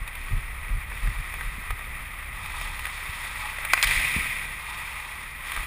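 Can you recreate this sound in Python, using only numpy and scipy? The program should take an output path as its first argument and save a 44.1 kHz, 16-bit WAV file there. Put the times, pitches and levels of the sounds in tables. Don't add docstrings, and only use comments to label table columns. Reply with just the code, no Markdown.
import sys
import numpy as np
from scipy import signal
from scipy.fft import rfft, irfft, next_fast_len
from scipy.io import wavfile
from scipy.ndimage import uniform_filter1d

SR = 44100
rng = np.random.default_rng(int(sys.argv[2]) if len(sys.argv) > 2 else 0)


def output_pcm(signal):
    pcm = np.clip(np.atleast_2d(signal).T, -1, 1) * 32767
    wavfile.write(sys.argv[1], SR, np.round(pcm).astype(np.int16))


N = 249606
T = np.arange(N) / SR

# time in seconds, rumble in dB.
AIRFLOW = [(0, -46.5), (.45, -39), (2.0, -45), (2.65, -40.5), (3.0, -47), (4.3, -46.5), (5.25, -50.5),
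           (5.66, -46)]
# start in seconds, big eddies in dB, length in seconds, small eddies in dB.
GUSTS = [(.005, -28.5, 0.04, -45), (0.286, -20, 0.12, -39), (0.68, -23, 0.12, -42), (1.014, -22, 0.12, -38),
         (1.157, -28, 0.072, -44.5), (1.426, -26.5, .09, -62), (1.691, -24.5, 0.0584, -49),
         (2.57, -36.5, 0.126, -57), (3.085, -30, 0.023, -58), (3.831, -29, 0.1, -47),
         (3.948, -28, 0.073, -43.5), (5.565, -31.5, 0.058, -58)]
# frequency in Hz, relative density in dB.
RUMBLE_SPECTRUM = [(15, -17), (33, 1), (48, -9), (65, -4.5), (90, -20), (200, -39), (600, -73)]
FLUTTER_SPECTRUM = [(40, -11), (90, -3.5), (135, 1.5), (200, -9), (300, -13.5), (800, -15.5), (3000, -70)]
GUST_SPECTRUM = [(15, -30), (34, 15), (60, -12), (100, -6.5), (300, -51), (1500, -74)]
FLUTTER_DB, TURN_FLUTTER_DB = -52.5, -43
FLUTTER_FOLLOWS = 0.24
GUST_TOP_HZ = 257

# time in seconds, level in dB.
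DISTANT_SKATES = [(0, -38), (.8, -37.5), (1.1, -35.5), (2.2, -37), (3.5, -33.5), (4.2, -30.5), (4.55, -36),
                  (4.8, -34.5), (5.35, -37.5), (5.55, -32.5)]
# frequency in Hz, relative density in dB.
HALL_SPECTRUM = [(150, -9), (300, -12), (450, -11), (650, -6.5), (880, 0), (1150, 5.5), (1600, -4),
                 (2400, -3.5), (3000, -6.5), (4500, -15), (8000, -18), (15000, -7.5)]
GROWL_SPECTRUM = [(400, -49), (680, -24), (850, 8.5), (1000, 8), (1250, 3.5), (1600, -33), (2500, -4.5),
                  (6000, -34)]
BLADE_SPECTRUM = [(300, -26), (900, 6.5), (2000, -3.5), (3300, 6.5), (4500, 2.5), (7000, 0.5), (9500, -5.5),
                  (15000, -31)]
SPRAY_SPECTRUM = [(300, -20), (800, -16), (1500, -10.5), (2200, 1.5), (3000, -3.5), (4500, -17),
                  (8000, -15), (10000, -13), (15000, -8)]

# time in seconds, level in dB.
BUMPS = [(.368, -46), (1.58, -35), (3.155, -47), (3.688, -46), (4.161, -23), (4.182, -31.5)]
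# frequency in Hz, level in dB, T60 in seconds.
HELMET_MODES = [(63.8, -1.5, 0.38), (158, 5, 0.032), (230, 2.5, 0.034), (450, -9.5, 0.017)]
STICK_MODES = [(350, -15, 0.019), (530, -6, 0.028), (736, 1, 0.0067), (1090, 1.5, 0.031),
               (1360, 1.5, 0.011), (1550, -2.5, 0.017), (2070, -1, 0.0094), (2590, -5, 0.018),
               (4200, -13, .01)]

# time in seconds, body in dB, bright edge in dB.
TAPS = [(.076, -34, -37.5), (.152, -40, -38.5), (.377, -37, -46), (.917, -27.5, -50), (1.072, -26, -44),
        (1.339, -27.5, -40.5), (1.409, -26, -40), (1.705, -20.5, -35), (1.791, -28.5, -46),
        (2.459, -34, -41), (2.612, -25.5, -36), (2.792, -31, -36.5), (2.853, -28, -36), (2.867, -26, -39),
        (3.584, -26, -42), (3.649, -24, -31), (3.813, -33, -35), (3.871, -36, -25.5), (5.518, -24.5, -33.5),
        (5.563, -24.5, -35), (5.574, -23.5, -44)]
# frequency in Hz, relative density in dB.
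KNOCK_SPECTRUM = [(250, -8.5), (600, 3), (1100, 13.5), (1800, 2), (2600, -11), (4500, -44), (12000, -34)]
GRIT_SPECTRUM = [(1000, -9), (2400, 7.5), (3500, 6.5), (5000, -4.5), (8000, -4), (10000, -3), (15000, 6)]
SCRAPE_SPECTRUM = [(400, -11), (1100, 10.5), (2000, 6), (4000, 4), (7500, 1), (10000, -6), (15000, 6)]
CHIPS_PER_S, CHIP_DB, CHIP_SPREAD_DB = 9, -50.5, 2
RINK_T60_S, RINK_DB = 1.3, -13

# time in seconds, ring in dB, crack in dB, scrape in dB, drag in seconds.
BLOWS = [(3.7342, -20.8, -4, -12, .0015), (3.7755, -31, -35, -36, .003), (3.8273, -30, 1.5, -20, .018),
         (3.9093, -31, -24, -25, .001)]
REBOUND_S, REBOUND_DB = 0.0012, 1.5
DRAG_ATTACK_S, DRAG_RELEASE_DB_PER_S = 0.00034, 2600
THUD_GAIN_DB, THUD_TOP_HZ = 30, 422

# start in seconds, attack in seconds, length in seconds, hiss in dB,
# growl of the gouging edge in dB.
STROKES = [(0.145, 0.048, 0.14, -51, -57), (0.853, 0.12, .3, -46.5, -50), (1.262, 0.094, 0.16, -49.5, -57),
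           (2.29, 0.16, 0.38, -43.5, -37), (2.507, 0.071, 0.11, -41.5, -36.5), (2.781, .08, 0.32, -43, -46),
           (3.096, 0.061, 0.23, -42.5, -38.5), (3.32, 0.078, 0.14, -43.5, -33),
           (4.57, 0.12, 0.52, -43, -35), (5.425, .04, 0.12, -42, -43)]
STROKE_SAG_DB_PER_S, HISS_RELEASE_DB_PER_S, GROWL_RELEASE_DB_PER_S = 7.5, 25, 70

TURN_START_S, TURN_LENGTH_S, TURN_ATTACK_S = 3.825, 0.38, 0.067
SPRAY_DB, SPRAY_SAG_DB_PER_S, SPRAY_RELEASE_DB_PER_S = -21.5, 10, 36.5
TURN_HISS_DB, TURN_HISS_SAG_DB_PER_S = -28.5, 28.5
# start in seconds, length in seconds, level in dB.
SWEEPS = [(3.696, 0.034, -26), (3.77, 0.019, -23)]
SWEEP_ATTACK_S, SWEEP_RELEASE_DB_PER_S = 0.006, 400

# frequency in Hz, width in Hz, gain in dB.
CASE = [(1267, 89, 5), (1575, 36.5, 7.5), (1941, 338, 14), (2424, 700, 11.5), (2884, 166, -5.5),
        (3320, 280, 3), (3665, 154, 7.5), (5985, 275, -18.5), (8300, 280, 8.5), (8650, 230, 7.5),
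        (9600, 640, 17), (10067, 404, 12), (10850, 410, 10), (11780, 940, -33), (13300, 380, 1),
        (14100, 240, 5), (14160, 440, 8), (15200, 200, -5)]
# delay in seconds, strength 0-1 (capped at 0.7 in use).
SHELL = [(.00043, 0.4), (.00097, 0.8), (.00171, 0.3)]
CUTOFF_HZ = 15300


def from_db(db):
    return 10 ** (np.asarray(db) / 20)


def gain_in_time(rows):
    s, db = np.transpose(rows)
    return from_db(np.interp(T, s, db))


def cut(x, hz, kind, order=2):
    sos = signal.butter(order, min(hz, 0.45 * SR), kind, fs=SR, output="sos")
    return signal.sosfilt(sos, x + 1e-18)


def colour(x, spectrum):
    hz, db = np.transpose(spectrum)
    size = next_fast_len(N, real=True)
    bins_hz = np.maximum(np.fft.rfftfreq(size, 1 / SR), 1)
    gain = from_db(np.interp(np.log(bins_hz), np.log(hz), db))
    return irfft(rfft(x, size) * gain, size)[:N]


def drift(points_per_s):
    points = rng.standard_normal(N // 20)
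    return np.interp(T * points_per_s, np.arange(len(points)), points)


def case(x):
    hz, width_hz, db = np.transpose(CASE)
    root_gain = from_db(db / 2)
    half = np.tan(np.pi * width_hz / SR)
    c = -2 * np.cos(2 * np.pi * hz / SR)
    numerator = [1 + half * root_gain, c, 1 - half * root_gain]
    denominator = [1 + half / root_gain, c, 1 - half / root_gain]
    sections = np.transpose(np.array(numerator + denominator) / denominator[0])
    return signal.sosfilt(np.ascontiguousarray(sections), x + 1e-18)


def unit(x):
    return x / np.std(case(x))


def clicks(times_s, levels_db):
    out = np.zeros(N)
    out[np.round(np.asarray(times_s) * SR).astype(int)] = from_db(levels_db)
    return out


def ring(force, modes):
    out = np.zeros(N)
    for k, (hz, db, t60_s) in enumerate(modes):
        r = from_db(-60 / (t60_s * SR))
        w = 2 * np.pi * hz / SR
        mode = signal.lfilter([0, from_db(db) * np.sin(w)], [1, -2 * r * np.cos(w), r * r], force + 1e-18)
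        out += (-1) ** k * mode
    return out


def fade(t60_s):
    return np.exp(-np.log(1000) * np.minimum(T / t60_s, 10))


def smear(x):
    for delay_s, strength in SHELL:
        loop = np.zeros(round(delay_s * SR) + 1)
        loop[0], loop[-1] = 1, min(strength, 0.7)
        x = signal.lfilter(loop[::-1], loop, x + 1e-18)
    return x


def crunch(per_s, spread_db, smooth):
    sizes = from_db(spread_db * np.minimum(rng.exponential(1, N), 4))
    signed_sizes = sizes * rng.choice([-1, 1], N)
    broken = smear(signed_sizes * (rng.random(N) < per_s / SR))
    return broken / np.std(broken) + smooth * rng.standard_normal(N)


def even(x, evenness, size):
    power = uniform_filter1d(uniform_filter1d(x * x, size=size), size=size)
    return x / np.sqrt(np.abs(power) + 1e-18) ** np.clip(evenness, 0, 1)


def rasp(spectrum):
    return unit(even(colour(rng.standard_normal(N), spectrum), evenness=1, size=60))


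def swell(start_s, length_s, attack_s, sag_db_per_s, release_db_per_s):
    age_s = np.maximum(T - start_s, 0)
    held_s = np.minimum(age_s, length_s)
    lifted_s = np.maximum(age_s - length_s, 0)
    loss_db = sag_db_per_s * held_s + release_db_per_s * lifted_s
    return np.minimum(age_s / attack_s, 1) * from_db(-np.minimum(loss_db, 200))


def turn():
    return swell(TURN_START_S, TURN_LENGTH_S, TURN_ATTACK_S, SPRAY_SAG_DB_PER_S, SPRAY_RELEASE_DB_PER_S)


def contact_envelope(times_s, levels_db, rise_s, t60_s):
    shape = fade(t60_s) * (1 - np.exp(-T / rise_s))
    return signal.fftconvolve(clicks(times_s, levels_db), shape / shape.max())[:N]


def eddies(spectrum, evenness):
    return unit(even(colour(rng.standard_normal(N), spectrum), evenness, size=1000))


def wind():
    rumble = gain_in_time(AIRFLOW)
    base_flutter = from_db(FLUTTER_DB) * (rumble / rumble.mean()) ** FLUTTER_FOLLOWS
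    flutter = np.hypot(base_flutter, from_db(TURN_FLUTTER_DB) * turn())
    steady = from_db(4.5) * rumble * eddies(RUMBLE_SPECTRUM, evenness=0.65)
    steady += flutter * eddies(FLUTTER_SPECTRUM, evenness=0.23)
    steady *= from_db(1.37 * drift(16))
    big, small = np.zeros(N), np.zeros(N)
    for s, big_db, length_s, small_db in GUSTS:
        arch = np.sin(np.pi * np.clip((T - s) / length_s, 0, 1))
        big += from_db(big_db) * arch
        small += from_db(small_db) * arch
    small_eddies = cut(eddies(FLUTTER_SPECTRUM, evenness=0.5), GUST_TOP_HZ, "low")
    return steady + big * eddies(GUST_SPECTRUM, evenness=0.63) + small * small_eddies


def distant_skates():
    wash = unit(colour(crunch(per_s=700, spread_db=3.0, smooth=1.54), HALL_SPECTRUM))
    return gain_in_time(DISTANT_SKATES) * wash * from_db(-1.5 + 1.1 * drift(60))


def ice_chips():
    born = rng.random(N) < CHIPS_PER_S / SR
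    sizes_db = CHIP_DB + CHIP_SPREAD_DB * np.clip(rng.standard_normal(N), -2, 2)
    envelope = contact_envelope(T[born], sizes_db[born], rise_s=0.0005, t60_s=0.018)
    return envelope * (rasp(GRIT_SPECTRUM) + rasp(KNOCK_SPECTRUM))


def helmet_bumps():
    return ring(clicks(*np.transpose(BUMPS)), HELMET_MODES)


def rink(x):
    tail = cut(cut(rng.standard_normal(N), 7400, "low", order=1), 1100, "high", order=1)
    tail = tail * fade(RINK_T60_S) * (1 - np.exp(-T / 0.01))
    return signal.fftconvolve(x, tail / np.linalg.norm(tail))[:N]


def taps():
    s, body_db, edge_db = np.transpose(TAPS)
    body = contact_envelope(s, body_db, rise_s=0.0012, t60_s=0.026)
    edge = contact_envelope(s, edge_db, rise_s=0.0008, t60_s=0.024)
    return from_db(-4.5) * body * rasp(KNOCK_SPECTRUM) + from_db(8.5) * edge * rasp(GRIT_SPECTRUM)


def double_hit(times_s, levels_db):
    return clicks(times_s, levels_db) + clicks(times_s + REBOUND_S, levels_db + REBOUND_DB)


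def blows():
    s, ring_db, crack_db, _, _ = np.transpose(BLOWS)
    stick = ring(double_hit(s, ring_db), STICK_MODES)
    crack = cut(cut(double_hit(s, crack_db), 5100, "high"), 5300, "low", order=3)
    thud = cut(cut(clicks(s, ring_db), THUD_TOP_HZ, "low"), 250, "high")
    drag = np.zeros(N)
    for start_s, _, _, scrape_db, length_s in BLOWS:
        drag += from_db(scrape_db) * swell(start_s, length_s, DRAG_ATTACK_S, 0, DRAG_RELEASE_DB_PER_S)
    scrape = from_db(2.5) * drag * rasp(SCRAPE_SPECTRUM)
    return stick + from_db(13) * crack + from_db(THUD_GAIN_DB) * thud + scrape


def near_blades():
    hiss = from_db(TURN_HISS_DB) * swell(
        TURN_START_S, TURN_LENGTH_S, TURN_ATTACK_S, TURN_HISS_SAG_DB_PER_S, HISS_RELEASE_DB_PER_S)
    growl = np.zeros(N)
    for s, attack_s, length_s, hiss_db, growl_db in STROKES:
        hiss_swell = swell(s, length_s, attack_s, STROKE_SAG_DB_PER_S, HISS_RELEASE_DB_PER_S)
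        growl_swell = swell(s, length_s, attack_s, STROKE_SAG_DB_PER_S, GROWL_RELEASE_DB_PER_S)
        hiss = np.hypot(hiss, from_db(hiss_db) * hiss_swell)
        growl = np.hypot(growl, from_db(growl_db) * growl_swell)
    hiss_noise = unit(colour(crunch(per_s=2500, spread_db=4.0, smooth=0.95), BLADE_SPECTRUM))
    growl_noise = unit(colour(crunch(per_s=1200, spread_db=7.5, smooth=2.06), GROWL_SPECTRUM))
    hiss_noise *= from_db(-0.5 + 1.7 * drift(90))
    growl_noise *= from_db(-6.0 + 1.3 * drift(40))
    return hiss * hiss_noise + growl * growl_noise


def ice_spray():
    shaving = from_db(SPRAY_DB) * turn()
    for s, length_s, db in SWEEPS:
        shaving += from_db(db) * swell(s, length_s, SWEEP_ATTACK_S, 0, SWEEP_RELEASE_DB_PER_S)
    spray = unit(colour(crunch(per_s=1200, spread_db=3.0, smooth=0.8), SPRAY_SPECTRUM))
    return shaving * spray * from_db(-3.0 + 1.55 * drift(160))


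def scene():
    sticks = taps() + blows()
    background = wind() + distant_skates() + ice_chips() + helmet_bumps()
    mix = background + sticks + from_db(RINK_DB) * rink(sticks) + near_blades() + ice_spray()
    return mix[None]


def record(dry):
    inside = 1.2 * np.tanh(case(dry) / 1.2)
    return signal.sosfilt(signal.ellip(12, 0.1, 85, CUTOFF_HZ, fs=SR, output="sos"), inside)


dry = scene()
out = record(dry)
output_pcm(out)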